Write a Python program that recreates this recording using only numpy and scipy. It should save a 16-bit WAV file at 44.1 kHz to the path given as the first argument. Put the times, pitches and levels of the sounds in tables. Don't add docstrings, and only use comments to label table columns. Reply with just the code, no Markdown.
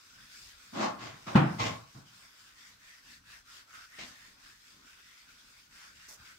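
import sys
import numpy as np
from scipy import signal
from scipy.fft import rfft, irfft, next_fast_len
from scipy.io import wavfile
from scipy.ndimage import uniform_filter1d, map_coordinates

SR = 44100
rng = np.random.default_rng(int(sys.argv[2]) if len(sys.argv) > 2 else 0)


def wav_out(sig):
    wavfile.write(sys.argv[1], SR, np.round(np.clip(np.atleast_2d(sig).T, -1, 1) * 32767).astype(np.int16))


def field_ratio(decibels):
    return 10 ** (np.asarray(decibels, dtype=float) / 20)


N = 281358


def unit(x):
    return x / np.sqrt(np.mean(x ** 2) + 1e-20)


def along(points, hz):
    f, value = np.transpose(points)
    return np.interp(np.log(hz + 1), np.log(f + 1), value)


def wobble(rate):
    knots = rng.standard_normal(int(N * rate / SR) + 4)
    return map_coordinates(knots, [np.arange(N) * rate / SR])


def filtered(x, response):
    m = next_fast_len(x.shape[-1] + 8192)
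    hz = np.fft.rfftfreq(m, 1 / SR)
    return irfft(rfft(x, m) * response(hz), m)[..., :x.shape[-1]]


def coloured(x, spectrum):
    return unit(filtered(x, lambda hz: field_ratio(along(spectrum, hz))))


# (f/Hz, likeness from -1 to 1)
ALIKE = [(60, .92), (130, .95), (290, .75), (640, -.37), (1100, .2), (1800, 0), (16000, 0)]


def spread(pair):
    def mid_and_side(hz):
        angle = np.arccos(np.clip(along(ALIKE, hz), -1, 1)) / 2
        return np.array([np.cos(angle), np.sin(angle)])

    mid, side = filtered(pair, mid_and_side)
    return np.array([mid + side, mid - side])


def slips(spiky_db, patchy_db, channels=2):
    size = field_ratio(spiky_db * wobble(700))
    z = signal.stft(size * rng.standard_normal((channels, N)), nperseg=512)[2]
    patches = uniform_filter1d(rng.standard_normal(z.shape[1:]), size=5, axis=0)
    patches = uniform_filter1d(patches, size=12, axis=1)
    return signal.istft(z * field_ratio(patchy_db * unit(patches)), nperseg=512)[1][:, :N]


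def dying(life, seconds):
    noise = rng.standard_normal((2, round(seconds * SR)))
    hz, t, z = signal.stft(noise, SR, nperseg=256)
    fade = field_ratio(-60 * t / along(life, hz)[:, None])
    return spread(signal.istft(z * fade, SR, nperseg=256)[1])


def ring(modes, t):
    return sum(field_ratio(db - 60 * t / t60) * np.sin(2 * np.pi * hz * t) for hz, db, t60 in modes)


def onset(t, rise_s):
    return (1 - np.exp(-t / rise_s)) ** 2


# (f/Hz, level/dB)
AIR = [(59, -16), (100, -5), (177, -4), (265, -4), (347, -10.5), (433, -13), (790, -14), (1100, -8),
       (1430, -33.5), (2420, -120)]
# (f/Hz, level/dB)
SWAY = [(12, -35), (20, 1), (54, 4.5), (107, -10), (120, -8), (160, -36), (260, -120)]
# (f/Hz, level/dB)
HISS = [(590, -44), (1000, -17.5), (1480, 2.5), (1760, -10.5), (5170, -7), (10200, -23), (15700, -19)]
# (t/s, width/s, level/dB)
LURCH = (6.9, 0.12, 8)


def air():
    rumble_db, murmur_db, mic_hiss_db = -75.5, -73.5, -66.5
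    stir = slips(spiky_db=0.75, patchy_db=3.0)
    lurch_s, width_s, lurch_db = LURCH
    swell_db = lurch_db * np.exp(-((np.arange(N) / SR - lurch_s) / width_s) ** 2)
    rumble = field_ratio(rumble_db + swell_db + 1.9 * wobble(6)) * coloured(stir, SWAY)
    murmur = field_ratio(murmur_db + 2.2 * wobble(6.5)) * coloured(stir, AIR)
    return spread(rumble + murmur + field_ratio(mic_hiss_db) * coloured(stir, HISS))


# (f/Hz, t60/s)
WALLS = [(120, 0.43), (400, 0.252), (1200, 0.275), (4000, .18), (10000, 0.12)]


def walls(x):
    tail = dying(WALLS, 0.7)
    late = np.pad(x, (400, 0))[None]
    return signal.fftconvolve(late, tail / np.linalg.norm(tail[0]), axes=1)[:, :N]


# (t/s, level/dB, f/Hz)
TICKS = [
    (.757, -37, 880),
    (1.348, -26, 1494),
    (1.359, -17, 813),
    (3.990, -35, 2130),
    (6.085, -55, 400),
]


def stones():
    out, t = np.zeros((2, N + SR)), np.arange(SR // 2) / SR
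    for s, db, hz in TICKS:
        tones = [(hz, db, .02), (2.3 * hz, db - 6.0, .012)]
        out[:, round(s * SR):][:, :len(t)] += onset(t, 0.00048) * ring(tones, t)
    return out[:, :N]


# (t/s, thud level/dB, crack over thud/dB, floor boom over thud/dB)
STAMPS = [
    (1.27, -44, 8, -12),
    (1.352, -10.5, -4, 1.5),
    (1.455, -36, -7, -6),
    (1.947, -53, 0, 10),
]
# (f/Hz, level/dB, t60/s)
HOOF_MODES = [(194, 12.5, .05), (330, -4, .08)]
# (f/Hz, level/dB, t60/s)
FLOOR_MODES = [(131, -14.5, .4), (140, -1, 0.3), (165.9, -11.5, 0.46), (208, -14.5, 0.5),
               (255.3, -14.5, 0.3235), (284, -14.5, 0.29)]
# (f/Hz, level/dB)
BOARDS = [(30, -49), (60, -22.5), (110, -5), (200, 6.5), (340, -1), (420, -24), (600, -58.5)]
# (f/Hz, level/dB)
CRACK = [(240, -42.5), (400, -12), (775, -2.5), (1070, -8), (1370, -6.5), (2170, -17.5), (2650, -16),
         (3090, -20), (3550, -22.5), (15800, -56)]
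# (f/Hz, t60/s)
CRACK_LIFE = [(60, 1), (200, 0.2), (400, 0.47), (1000, .5), (2000, 0.5), (4000, 0.3), (8000, 0.22)]


def stamps():
    out, t = np.zeros((2, N + SR)), np.arange(SR // 2) / SR
    right_lag_s = .0003
    late = np.array([t, t - right_lag_s])
    for s, db, crack_db, boom_db in STAMPS:
        rattle = dying(CRACK_LIFE, 1.0)[:, :len(t)]
        boom = ring(FLOOR_MODES, late) + field_ratio(-23.5) * coloured(rattle, BOARDS)
        thud = onset(t, 0.0032) * ring(HOOF_MODES, late)
        thud = thud + field_ratio(boom_db) * onset(t, 0.014) * boom
        snap = onset(t, 0.0024) * (1 + 0.53 * field_ratio(-60 * t / .1))
        crack = field_ratio(crack_db - 18.5) * snap * coloured(rattle, CRACK)
        out[:, round(s * SR):][:, :len(t)] += field_ratio(db) * (thud + crack)
    return out[:, :N]


# (start t/s, rise/s, hold/s, scrape level/dB, fade/dB a second)
DRAGS = [
    (.725, 0.11, .01, -31, 223),
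    (0.978, 0.05, 0.045, -49, 157),
    (1.265, 0.0069, .02, -41, 146),
    (1.582, 0.02, 0.069, -38.5, 197),
    (1.94, .02, 0.011, -61.5, 250.5),
    (3.982, 0.0064, 0.045, -55, 216.5),
    (6.082, 0.0055, .04, -63, 246.5),
]
# (floor boom over scrape/dB, hoof drone/dB, grit/dB, share singing in horn)
WEIGHT = [(-24.5, -5.5, -7.5, .15), (-8, -2.5, 1, .5), (-13, -6, -6, .5), (-3, -5.5, 1.5, 1.2),
          (9.5, -7, -9.5, .4), (-12, -5.5, 8, .2), (-16, -10, -6.5, .4)]
# (f/Hz, width/Hz, level/dB)
HORN = [(457, 12, 18), (640, 39.84, -4), (870, 25, 4), (1087.5, 16.7, 19), (2065, 54, 8), (2670, 17, 2),
        (3830, 40, 9.5)]
# (f/Hz, level/dB)
SCRAPE = [(240, -43), (400, -20), (619, -2.5), (921, -7), (1060, -6.5), (1200, -6.5), (1900, -22),
          (2470, -46.5), (4180, -120)]
# (f/Hz, level/dB)
BOOM = [(29, -49), (50, -16), (75, -21.5), (113, 3), (170, -13), (220, -35), (370, -120)]
# (f/Hz, level/dB)
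RUMBLE = [(94, -37.5), (160, -4.5), (210, 5.5), (370, 3), (404, -25), (450, -16.5), (580, -42), (990, -120)]
# (f/Hz, level/dB)
GRIT = [(1000, -38.5), (1700, -12), (2070, -4.5), (3300, -7.5), (4790, -9.5), (7280, -15), (9030, -33.5),
        (15100, -39), (15800, -39.5)]


def horn(hz):
    tones = (field_ratio(db) * 1j * hz * w / (c * c - hz * hz + 1j * hz * w) for c, w, db in HORN)
    return sum(tones) / 2


def drags():
    start, rise, hold, scrape_db, fade = np.transpose(DRAGS)[:, :, None]
    t = np.arange(N) / SR - start
    *over_db, sing = np.transpose(WEIGHT)
    boom, drone, grit = field_ratio(over_db)

    def slide(haste, lead=1):
        fading = haste * fade * np.clip(t - rise - hold, 0, 1)
        return np.clip(t / rise, 0, 1) ** lead * field_ratio(scrape_db - fading)

    push = slide(0.79)
    lean = slide(1, lead=.6)
    grind = spread(slips(spiky_db=2.0, patchy_db=1.53))
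    singing = sing @ push / (push.sum(0) + 1e-9)
    crunch = grind + singing * filtered(grind, horn)
    layers = push.sum(0) * coloured(crunch, SCRAPE)
    layers += boom @ push * coloured(crunch, BOOM)
    layers += drone @ lean * coloured(crunch, RUMBLE)
    layers += grit @ slide(1.21) * coloured(crunch, GRIT)
    return field_ratio(0.68 * wobble(60)) * layers


# (t/s, level/dB, length/s)
FLICK = (6.083, -51, 0.069)
# (f/Hz, level/dB)
WHISK = [(2060, -43), (3500, -11.5), (5710, 2.5), (9730, -9), (14600, -10.5), (16000, -21)]


def flick():
    s, db, length = FLICK
    t = np.arange(N) / SR - s
    fade = field_ratio(-40 * np.clip(t, 0, 1) - 470 * np.clip(t - length, 0, 1))
    shape = np.clip(t / 0.0028, 0, 1) * fade
    return field_ratio(db) * shape * spread(coloured(slips(spiky_db=2.0, patchy_db=0.5), WHISK))


# (turn t/s, hiss level at turn/dB, rub level/dB, bristle hiss level/dB, coat resonance f/Hz)
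OPENING = [(-0.02, -61, -67.5, -63, 1399), (0.09, -64, -61.5, -59, 1560), (0.3, -57, -66.5, -53.5, 1585),
           (0.54, -61, -62, -57.5, 1450), (0.96, -63, -57, -61.5, 1500), (1.21, -62, -57, -56, 1488),
           (1.45, -60, -69, -54.5, 1583)]
# (turn t/s, hiss level at turn/dB, rub level/dB, bristle hiss level/dB, coat resonance f/Hz)
STROKES = [(1.85, -68, -68, -60.5, 1600), (2.049, -69, -63.5, -59.5, 1600), (2.33, -63, -64.5, -60, 1560),
           (2.54, -66.5, -62, -59, 1900), (2.78, -71.5, -57, -58, 1850), (3.021, -68.5, -60, -57.5, 1760),
           (3.22, -82, -55.5, -56.5, 1700), (3.44, -74.5, -56, -54.5, 1620), (3.664, -75, -52.5, -56, 1401),
           (3.882, -66, -55.5, -58.5, 1900), (4.08, -54.5, -60.5, -59, 1800),
           (4.369, -72, -59.5, -59.5, 1650), (4.579, -65.5, -67, -61, 1800),
           (4.82, -67.5, -60.5, -60, 1500), (5.03, -63.5, -64, -60.5, 2000),
           (5.269, -67, -62.5, -60.5, 1520), (5.48, -62.5, -68.5, -61.5, 1500), (5.69, -72, -56, -57, 1500),
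           (5.94, -64, -59, -58, 1850), (6.17, -71, -57, -58, 1480)]
# (t/s, hiss level/dB)
LAST_TURN = (6.39, -70.5)


def hand():
    full_stroke = 0.64
    glide_hz = 150.1
    rub_at_turn_db = -4
    turn, rest_db, rub_db, hiss_db, coat_hz = np.transpose(OPENING + STROKES)
    turn, rest_db = np.append(turn, LAST_TURN[0]), np.append(rest_db, LAST_TURN[1])
    t = np.arange(N) / SR
    k = np.clip(np.searchsorted(turn, t) - 1, 0, len(rub_db) - 1)
    u = np.clip((t - turn[k]) / np.diff(turn)[k], 0, 1)
    speed = np.abs(np.sin(np.pi * u)) ** full_stroke
    rest = np.interp(t, turn, rest_db)

    def swell(low, top):
        return low + (top[k] - low) * speed

    return swell(rest + rub_at_turn_db, rub_db), swell(rest, hiss_db), coat_hz[k] + glide_hz * (u - .5)


# (f/Hz, level/dB)
COAT = [(350, -58.5), (600, -21.5), (850, -21.5), (1300, -1.5), (2100, -3), (3200, -11.5), (4160, -32),
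        (7000, -120)]
# (f/Hz, level/dB)
BRISTLE = [(1530, -18.5), (2600, -7.5), (2960, -9.5), (3570, -3), (4150, -6), (4950, -1), (9000, -11.5),
           (11700, -36.5), (19800, -120)]
# (f/Hz, level/dB)
DUST = [(4700, -24), (8000, -17), (10500, 0), (13000, -1.5), (15700, -2.5)]


def brush():
    pat_db = -24
    rub_db, hiss_db, coat_hz = hand()
    comb = slips(spiky_db=1.0, patchy_db=2.2)
    hz, t, z = signal.stft(coloured(comb, COAT), SR, nperseg=512)
    centre = np.interp(t, np.arange(N) / SR, coat_hz)
    hollow = 1
    for k, lift in [(1, 1.9), (1.5, .35)]:
        hollow = hollow + lift / (1 + ((hz[:, None] - k * centre) / 90) ** 2)
    rub = unit(signal.istft(z * hollow, SR, nperseg=512)[1][:, :N])
    rub = field_ratio(rub_db) * (rub + field_ratio(pat_db) * coloured(comb, AIR))
    hiss = field_ratio(hiss_db) * coloured(comb, BRISTLE)
    dust_db = -73 + .8 * (hiss_db + 64.5)
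    dust = field_ratio(dust_db) * coloured(rng.standard_normal((2, N)), DUST)
    return spread(field_ratio(.8 * wobble(25)) * (rub + hiss + dust))


def scene():
    hoof = drags()
    return air() + hoof + field_ratio(-6.5) * walls(hoof[0]) + stones() + stamps() + flick() + brush()


def roll_off(x):
    return signal.sosfilt(signal.butter(12, 16110, fs=SR, output="sos"), x)


# (f/Hz, left over right/dB)
LEAN = [(60, 3.5), (110, -1), (200, 2), (380, -1.5), (700, 2.5), (1290, -1.5), (2380, 2.5), (4400, 3),
        (8120, -3.5), (15000, -1)]


def record(dry):
    top_hz = 15770

    def microphones(hz):
        bass_cut = (1j * hz / (18 + 1j * hz)) ** 2
        lean_db = along(LEAN, hz) * np.array([[.5], [-.5]])
        return bass_cut * (hz < top_hz) * field_ratio(lean_db)

    return roll_off(filtered(dry, microphones))


dry = scene()
out = record(dry)
wav_out(out)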